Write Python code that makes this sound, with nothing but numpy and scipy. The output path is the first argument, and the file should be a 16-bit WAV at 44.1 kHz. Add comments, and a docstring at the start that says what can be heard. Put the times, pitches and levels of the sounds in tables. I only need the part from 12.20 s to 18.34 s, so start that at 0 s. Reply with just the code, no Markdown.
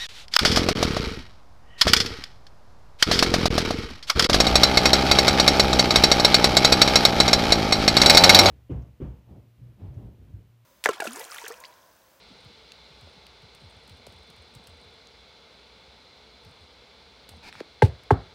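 """A fan-like hiss fills a small, quiet room. Close by, things are handled: faint crackle and bumps,
soft touches that tick and thump, light taps on wood and small bright clicks. After about five
seconds something rubs over the wood in two short strokes. Then a knuckle knocks hard twice on a
wooden door panel, and loose parts buzz. Bending waves carry each knock through the wood, treble
first and bass last, so a sharp crack falls into a thud."""
import sys
import numpy as np
from scipy import signal
from scipy.fft import rfft, irfft
from scipy.io import wavfile
from scipy.ndimage import uniform_filter1d

SR = 44100
rng = np.random.default_rng(int(sys.argv[2]) if len(sys.argv) > 2 else 0)


def bounce(signal):
    """Save signal as a 16-bit WAV file at the path given by the first command-line argument."""
    frames = np.transpose(np.atleast_2d(signal))
    limited = np.clip(frames, -1, 1)
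    pcm = np.round(limited * 32767).astype(np.int16)
    wavfile.write(sys.argv[1], SR, pcm)


N = 270774
EVENT_SAMPLES = 16384  # space for one short sound
HZ, T = np.fft.rfftfreq(EVENT_SAMPLES, 1 / SR), np.arange(EVENT_SAMPLES) / SR

# Spells when things are handled. Each row: start and end in seconds, relative crackle level in dB.
HANDLING_SPELLS = [(0, .26, -83), (.68, .95, -82), (1.4, 2.75, -77), (4.22, 4.447, -79),
                   (5.08, 5.401, -75.5)]
# The bright edge of a click. Each row: frequency in Hz, gain in dB.
CLICK_EDGE = [(1000, -7), (5000, -25), (8500, -7), (10500, -13), (13000, -15), (16000, -21)]


def gain_of(db):
    """Turns decibels into a number to multiply by."""
    return 10 ** (np.asarray(db) / 20)


def evened(x):
    """Scales a sound so that its average level (rms) is 1."""
    return x / np.sqrt(np.mean(x ** 2) + 1e-20)


def read(points, hz):
    """Reads between the rows of a frequency table, giving each octave equal space."""
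    row_hz, value = np.transpose(points)
    return np.interp(np.log(hz + 1), np.log(row_hz + 1), value)


def add(mix, start_s, sound):
    """Adds a sound to the mix at the given time."""
    part = mix[max(round(start_s * SR), 0):][:len(sound)]
    part += sound[:len(part)]


def coloured(x, points):
    """Turns each frequency up or down by the dB in a table."""
    return irfft(rfft(x) * gain_of(read(points, np.fft.rfftfreq(len(x), 1 / SR))), len(x))


def dulled(x, hz):
    """Gently turns down the treble above hz."""
    return signal.lfilter(*signal.butter(1, hz, fs=SR), x)


def hump(hz, centre, width):
    """The shape of a resonance: 1 at its centre, falling away on both sides."""
    return (1 + (2 * (hz - centre) / width) ** 2 / 2) ** -2


def hiss(level_db=-53.5, treble_hz=2500, bright_db=2, settle_s=1.05):
    """Air noise shaped by a fan's housing, with a faint hum and whine; it starts a little brighter."""
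    # The tone of the air noise. Each row: frequency in Hz, relative level in dB.
    air_colour = [(20, -46), (36, -21), (48, 3), (62, 10.5), (100, 0), (220, 1), (330, -5.5), (700, -0.5),
                  (1200, -5), (1800, -10.5), (3000, -5), (4600, -4), (6800, -20.5), (9800, -27.5),
                  (11500, -34.5), (16000, -34)]
    # Resonances of the housing. Each row: centre in Hz, width in Hz, boost in dB.
    housing = [(451.5, 170, 8.5), (881, 69, 5.5), (1454, 370, 4.5), (2178, 400, 8), (3487, 193, 8),
               (4047, 370, 7.5)]
    # Steady tones of the running equipment. Each row: pitch in Hz, level in dB.
    tones = [(59.5, -70), (4070, -80), (10024, -90.5), (12700, -103)]
    hz, t = np.fft.rfftfreq(N, 1 / SR), np.arange(N) / SR
    colour_db = read(air_colour, hz) + sum(db * hump(hz, centre, width) for centre, width, db in housing)
    air = evened(irfft(rfft(rng.standard_normal(N)) * gain_of(colour_db), N))
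    treble = irfft(rfft(air) * hz ** 2 / (hz ** 2 + treble_hz ** 2), N)
    boost_db = bright_db / (1 + (t / settle_s) ** 6)
    air += treble * (gain_of(boost_db) - 1)
    whine = sum(gain_of(db) * np.sqrt(2) * np.sin(2 * np.pi * pitch * t) for pitch, db in tones)
    return air * gain_of(level_db) + whine


def crackle(per_s=45, scatter_db=4, ring_hz=8800, ring_width_hz=3200, ring_db=9):
    """Handled things give off tiny, scattered clicks with a thin glassy ring."""
    hz, t = np.fft.rfftfreq(N, 1 / SR), np.arange(N) / SR
    activity = sum(gain_of(db) * ((t >= start) & (t < end)) for start, end, db in HANDLING_SPELLS)
    moments = rng.random(N) < per_s / SR
    sizes = gain_of(scatter_db * np.minimum(rng.exponential(1, N), 3))
    burst = rng.standard_normal(len(T)) * gain_of(-60 * T / 0.022)
    clicks = signal.fftconvolve(moments * sizes, burst)[:N]
    colour_db = read(CLICK_EDGE, hz) + ring_db * hump(hz, ring_hz, ring_width_hz)
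    glassy = irfft(rfft(clicks) * gain_of(colour_db), N)
    return evened(glassy) * uniform_filter1d(activity, size=2048)


def push(length_s, hz, glide=1.64, settle_s=0.011, roughness=0.2, rumble_hz=215):
    """A soft push on the wood swells and fades while its pitch sinks to hz."""
    cycles = np.cumsum(hz * (1 + glide * np.exp(-T / settle_s))) / SR
    rumble = evened(irfft(rfft(rng.standard_normal(len(T))) * hump(HZ, rumble_hz, width=156)))
    swell = np.sin(np.pi * np.minimum(T / length_s, 1) ** 0.7)
    return 0.74 * swell * (np.sin(2 * np.pi * cycles) + roughness * rumble)


def faint_bumps(per_s=4.5, level_db=-51.5, scatter_db=2, length_s=0.032, typical_hz=124.7):
    """Small pushes come at uneven times while things are handled."""
    out = np.zeros(N)
    for start, end, _ in HANDLING_SPELLS:
        for beat in np.arange(start, end - length_s, 1 / per_s):
            size = gain_of(level_db + scatter_db * rng.standard_normal())
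            late_s = .5 * rng.random() / per_s
            hz = typical_hz * rng.uniform(0.655, 1.24)
            add(out, beat + late_s, size * push(length_s, hz))
    return out


def click(start, peak_db, fade_s, body_db):
    """A burst of noise with a bright edge and a duller body; returns its start time and sound."""
    lead_s = .006  # the filters spread a little sound ahead of the burst
    burst = np.zeros(len(T))
    add(burst, lead_s, rng.standard_normal(len(T)) * gain_of(-60 * T / fade_s))
    # The duller body of a click. Each row: frequency in Hz, gain in dB.
    body_colour = [(300, -14), (1500, -5), (2100, -1), (2550, 7.5), (2950, 11), (3500, 9), (4500, 11.5),
                   (7000, -3.5), (16000, -31)]
    sound = coloured(burst, CLICK_EDGE) + gain_of(body_db) * coloured(burst, body_colour)
    return start - lead_s, gain_of(peak_db) * sound / abs(sound).max()


def room(x, gap_s=0.0068, build_s=0.0057):
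    """A small room's many echoes blur together, each frequency dying at its own speed."""
    # How long the room rings. Each row: frequency in Hz, seconds to fade by 60 dB.
    fade_times = [(100, 0.25), (400, 0.31), (1000, 0.31), (3000, 0.5), (12000, 0.13)]
    # The tone of the echoes. Each row: frequency in Hz, gain in dB.
    room_colour = [(50, 14), (110, -0.5), (250, -0.5), (450, -5), (700, 2), (900, -12), (1200, 1),
                   (2000, -2), (5000, -10), (15000, 7)]
    echoes = rng.choice([-1., 1.], SR // 2) * (rng.random(SR // 2) < .1)
    hz, t, bands = signal.stft(echoes, SR, nperseg=256)
    fade = gain_of(-60 * t / read(fade_times, hz)[:, None])
    tail = signal.istft(bands * fade, SR, nperseg=256)[1]
    tail *= np.clip((np.arange(len(tail)) / SR - gap_s) / build_s, 0, 1)
    return signal.fftconvolve(x, coloured(tail / np.linalg.norm(tail), room_colour))


def touches(push_delay_s=0.00797, room_db=-11):
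    """Each soft touch ticks on contact, then pushes on the wood with a dull thump."""
    # Each row: start in seconds, push level in dB, push length in seconds, tick peak in dB.
    soft_touches = [(.2463, -42.5, 0.033, -48), (0.811, -43.5, .079, -50), (1.221, -46, 0.046, -53),
                    (1.425, -43, 0.067, -63), (1.545, -49, 0.06, -64), (1.695, -43.5, 0.07, -43),
                    (1.772, -51, 0.067, -53), (1.8667, -45.5, .05, -36.5), (1.923, -48, 0.11, -47),
                    (2.1627, -48.5, 0.1, -48), (2.35, -39.5, 0.027, -39), (2.471, -46.5, 0.11, -40),
                    (2.635, -51, 0.058, -60), (4.249, -45.5, 0.057, -48), (4.385, -50, 0.088, -68),
                    (5.0906, -44.5, 0.12, -36)]
    contacts, pushes = np.zeros((2, N))
    for start, push_db, length_s, tick_db in soft_touches:
        add(contacts, *click(start, tick_db, fade_s=0.031, body_db=-15))
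        add(pushes, start + push_delay_s, gain_of(push_db) * push(length_s, hz=78))
    return pushes + contacts + gain_of(room_db) * room(contacts)[:N]


def bending_wave(spectrum, lag_s):
    """A pulse after its trip through the wood; the deepest bass comes about lag_s late."""
    first_half = T < T[-1] / 2
    # this phase lines the frequencies up so that nothing sounds before the hit
    cepstrum = irfft(np.log(spectrum + 1e-6))
    phase = 2 * rfft(cepstrum * first_half).imag
    # wave speed grows as the square root of frequency, so the bass arrives last
    delay_s = lag_s * np.maximum(np.sqrt(100 / np.maximum(HZ, 70)) - .25, 0)
    phase -= 2 * np.pi * np.cumsum(delay_s) * HZ[1]
    pulse = irfft(spectrum * np.exp(1j * phase)) * first_half
    return pulse / np.sqrt(np.sum(pulse ** 2) / (.03 * SR))  # as much energy as 30 ms at level 1


def taps(spread=0.95, lag_cycles=8.4, light_tap_db=-55, room_db=-18):
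    """Each light tap clicks and sends a bending wave through the wood; lower ones take longer."""
    # Each row: start in seconds, level in dB, pitch in Hz, click peak in dB.
    light_taps = [(.52, -58, 2870, -33.5), (.871, -59, 533, -56), (1.067, -60.5, 2750, -38),
                  (1.8675, -51.5, 510, -44), (2.872, -62.5, 5260, -53), (5.136, -59.5, 597, -60),
                  (5.327, -53, 1890, -38.5), (5.353, -53, 1310, -50), (5.404, -50.5, 1600, -35),
                  (5.4042, -37.5, 400, -55)]
    out = np.zeros(N)
    for start, db, hz, click_db in light_taps:
        spectrum = hump(HZ, hz, spread * hz) * HZ / (HZ + hz)
        add(out, start, gain_of(db) * bending_wave(spectrum, lag_cycles / hz))
        body_db = 1 + 1.6 * (db - light_tap_db)  # stronger taps click with more body
        add(out, *click(start, click_db, fade_s=0.011, body_db=body_db))
    return out + gain_of(room_db) * room(out)[:N]


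def ticks(room_db=-14):
    """Small hard things meet with brief, bright clicks."""
    # Each row: start in seconds, peak in dB.
    contacts = [(1.349, -38), (1.677, -45), (2.1008, -44), (5.835, -48)]
    out = np.zeros(N)
    for start, db in contacts:
        add(out, *click(start, db, fade_s=.024, body_db=-15.5))
    return out + gain_of(room_db) * room(out)[:N]


def grainy_noise(colour, grain_db=3):
    """Countless tiny contacts of uneven strength, shaped by a tone table."""
    noise = rng.standard_normal(len(T))
    strength = gain_of(grain_db * rng.standard_normal(len(T)))
    return evened(coloured(noise * strength, colour))


def rub(attack_s=0.0069, release_s=0.0076, swell_db=7.5):
    """Something sticks and slips over the wood; each stroke presses harder until it stops."""
    # Each row: start in seconds, length in seconds, final level in dB.
    strokes = [(5.225, 0.066, -43), (5.326, 0.084, -49)]
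    # The tone of the rubbing. Each row: frequency in Hz, relative level in dB.
    rub_colour = [(200, 2.5), (650, -5), (900, 8.5), (1100, -8), (1750, 5), (2000, -2), (2350, 9),
                  (3000, -7), (4500, 0), (7000, -15), (11000, -23), (16000, -30)]
    out = np.zeros(N)
    for start, length_s, db in strokes:
        contact = np.minimum(T / attack_s, 1) * np.exp(-np.maximum(T - length_s, 0) / release_s)
        pressure_db = db - swell_db * np.maximum(1 - T / length_s, 0)
        add(out, start, grainy_noise(rub_colour) * contact * gain_of(pressure_db))
    return out


def panel_pulse(spot, lag_s, blur=1, low_cut_hz=66):
    """The door panel's answer to a blow on one spot; blur widens its upper resonances most."""
    # Each row: centre in Hz, width in Hz, level in dB at the first spot and at the second.
    resonances = [(103, 76, 3, 2), (130.5, 53, 1, -2.5), (202, 26, -12, -44), (265, 37, -12, -6),
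                  (323, 45, -37, -11.5), (407, 81, -6, -2.5), (477, 123, -5.5, -10), (637, 90, -17.5, -24),
                  (782, 230, -26, -6.5), (867, 145, -7, -5.5), (1065, 80, -32, -11.5),
                  (1295, 185, -31, -16), (1592, 133, -16.5, -16), (1813, 110, -20.5, -21),
                  (2064, 200, -20, -26), (2525, 360, -34.5, -37), (4260, 720, -45, -51)]
    power = np.zeros(len(HZ))
    for hz, width, *levels in resonances:
        widening = 1 + (blur - 1) * hz / (hz + 500)
        power += (gain_of(levels[spot]) * hump(HZ, hz, width * widening)) ** 2
    power /= 1 + (low_cut_hz / (HZ + 1)) ** 10
    return bending_wave(np.sqrt(power), lag_s)


def knocks(ring_rise_s=0.003, echo_hz=1800):
    """Each knock hits its own spot: a crack falls to a thud, the panel rings, the room answers."""
    # Each row: start in seconds, level in dB, bass lag in seconds, room level against the knock in dB,
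    # frequency in Hz above which less reaches the room.
    blows = [(5.6208, -10, 0.0194, -18.5, 850), (5.9062, -12.5, 0.02043, -17.5, 2300)]
    # Panel tones that ring on. Each row: pitch in Hz, seconds to fade by 60 dB,
    # level against the knock in dB at the first spot and at the second.
    ring_tones = [(101.5, 0.37, -21, -22), (170.7, 0.28, -28, -18), (258, 0.21, -45, -27),
                  (372, 0.43, -32, -30), (483, 0.33, -42, -46), (710, 0.24, -41, -28), (868, .09, -12, -25),
                  (1045, 0.21, -45, -29), (1160, 0.16, -37, -28), (1560, .2, -44, -40)]
    # Bounces off nearby surfaces. Each row: delay in seconds, gain in dB.
    first_echoes = [(0.0117, -23.5), (0.0198, -27), (.033, -23.5), (.047, -38)]
    out = np.zeros(N)
    for spot, (start, db, lag_s, room_db, dull_hz) in enumerate(blows):
        blow = panel_pulse(spot, lag_s)
        ring = sum(gain_of(levels[spot] - 60 * T / fade_s) * np.sin(2 * np.pi * hz * T)
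                   for hz, fade_s, *levels in ring_tones)
        ring *= 1 - np.exp(-(T / ring_rise_s) ** 2)
        add(out, start, gain_of(db) * (blow + ring))
        echo = blow
        for delay_s, echo_db in first_echoes:
            echo = dulled(echo, echo_hz)  # every bounce loses treble
            add(out, start + delay_s, gain_of(db + echo_db) * echo)
        # the whole surface sends sound into the room, which fills the gaps between resonances
        radiated = dulled(panel_pulse(spot, lag_s, blur=2.8), dull_hz)
        add(out, start, gain_of(db + room_db) * room(radiated))
    return out


def rattles():
    """Loose parts buzz as the panel is struck, in a dying spray of tiny contacts."""
    # Each row: start in seconds, level in dB, seconds to fade by 60 dB.
    buzzes = [(5.623, -27, 0.037), (5.6287, -37, 0.12), (5.649, -40.5, 0.12), (5.682, -48, .03),
              (5.9074, -33.5, 0.051), (5.915, -45, 0.087)]
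    # The tone of the buzz. Each row: frequency in Hz, relative level in dB.
    buzz_colour = [(800, -8), (2500, 4), (4500, 1.5), (6500, -10), (9500, -10), (12000, -21), (16000, -21)]
    out = np.zeros(N)
    for start, db, fade_s in buzzes:
        add(out, start, grainy_noise(buzz_colour) * gain_of(db - 60 * T / fade_s))
    return out


def scene():
    """All the sounds, heard close by in one channel."""
    mix = hiss() + crackle() + faint_bumps() + touches() + taps() + ticks() + rub()
    return (mix + knocks() + rattles())[None]


def record(dry):
    """Cuts off the very highest treble."""
    cutoff_hz = 15900
    low_pass = signal.firwin(511, cutoff_hz, window=("kaiser", 9), fs=SR)
    return signal.oaconvolve(dry, low_pass[None], "same")


dry = scene()
out = record(dry)
bounce(out)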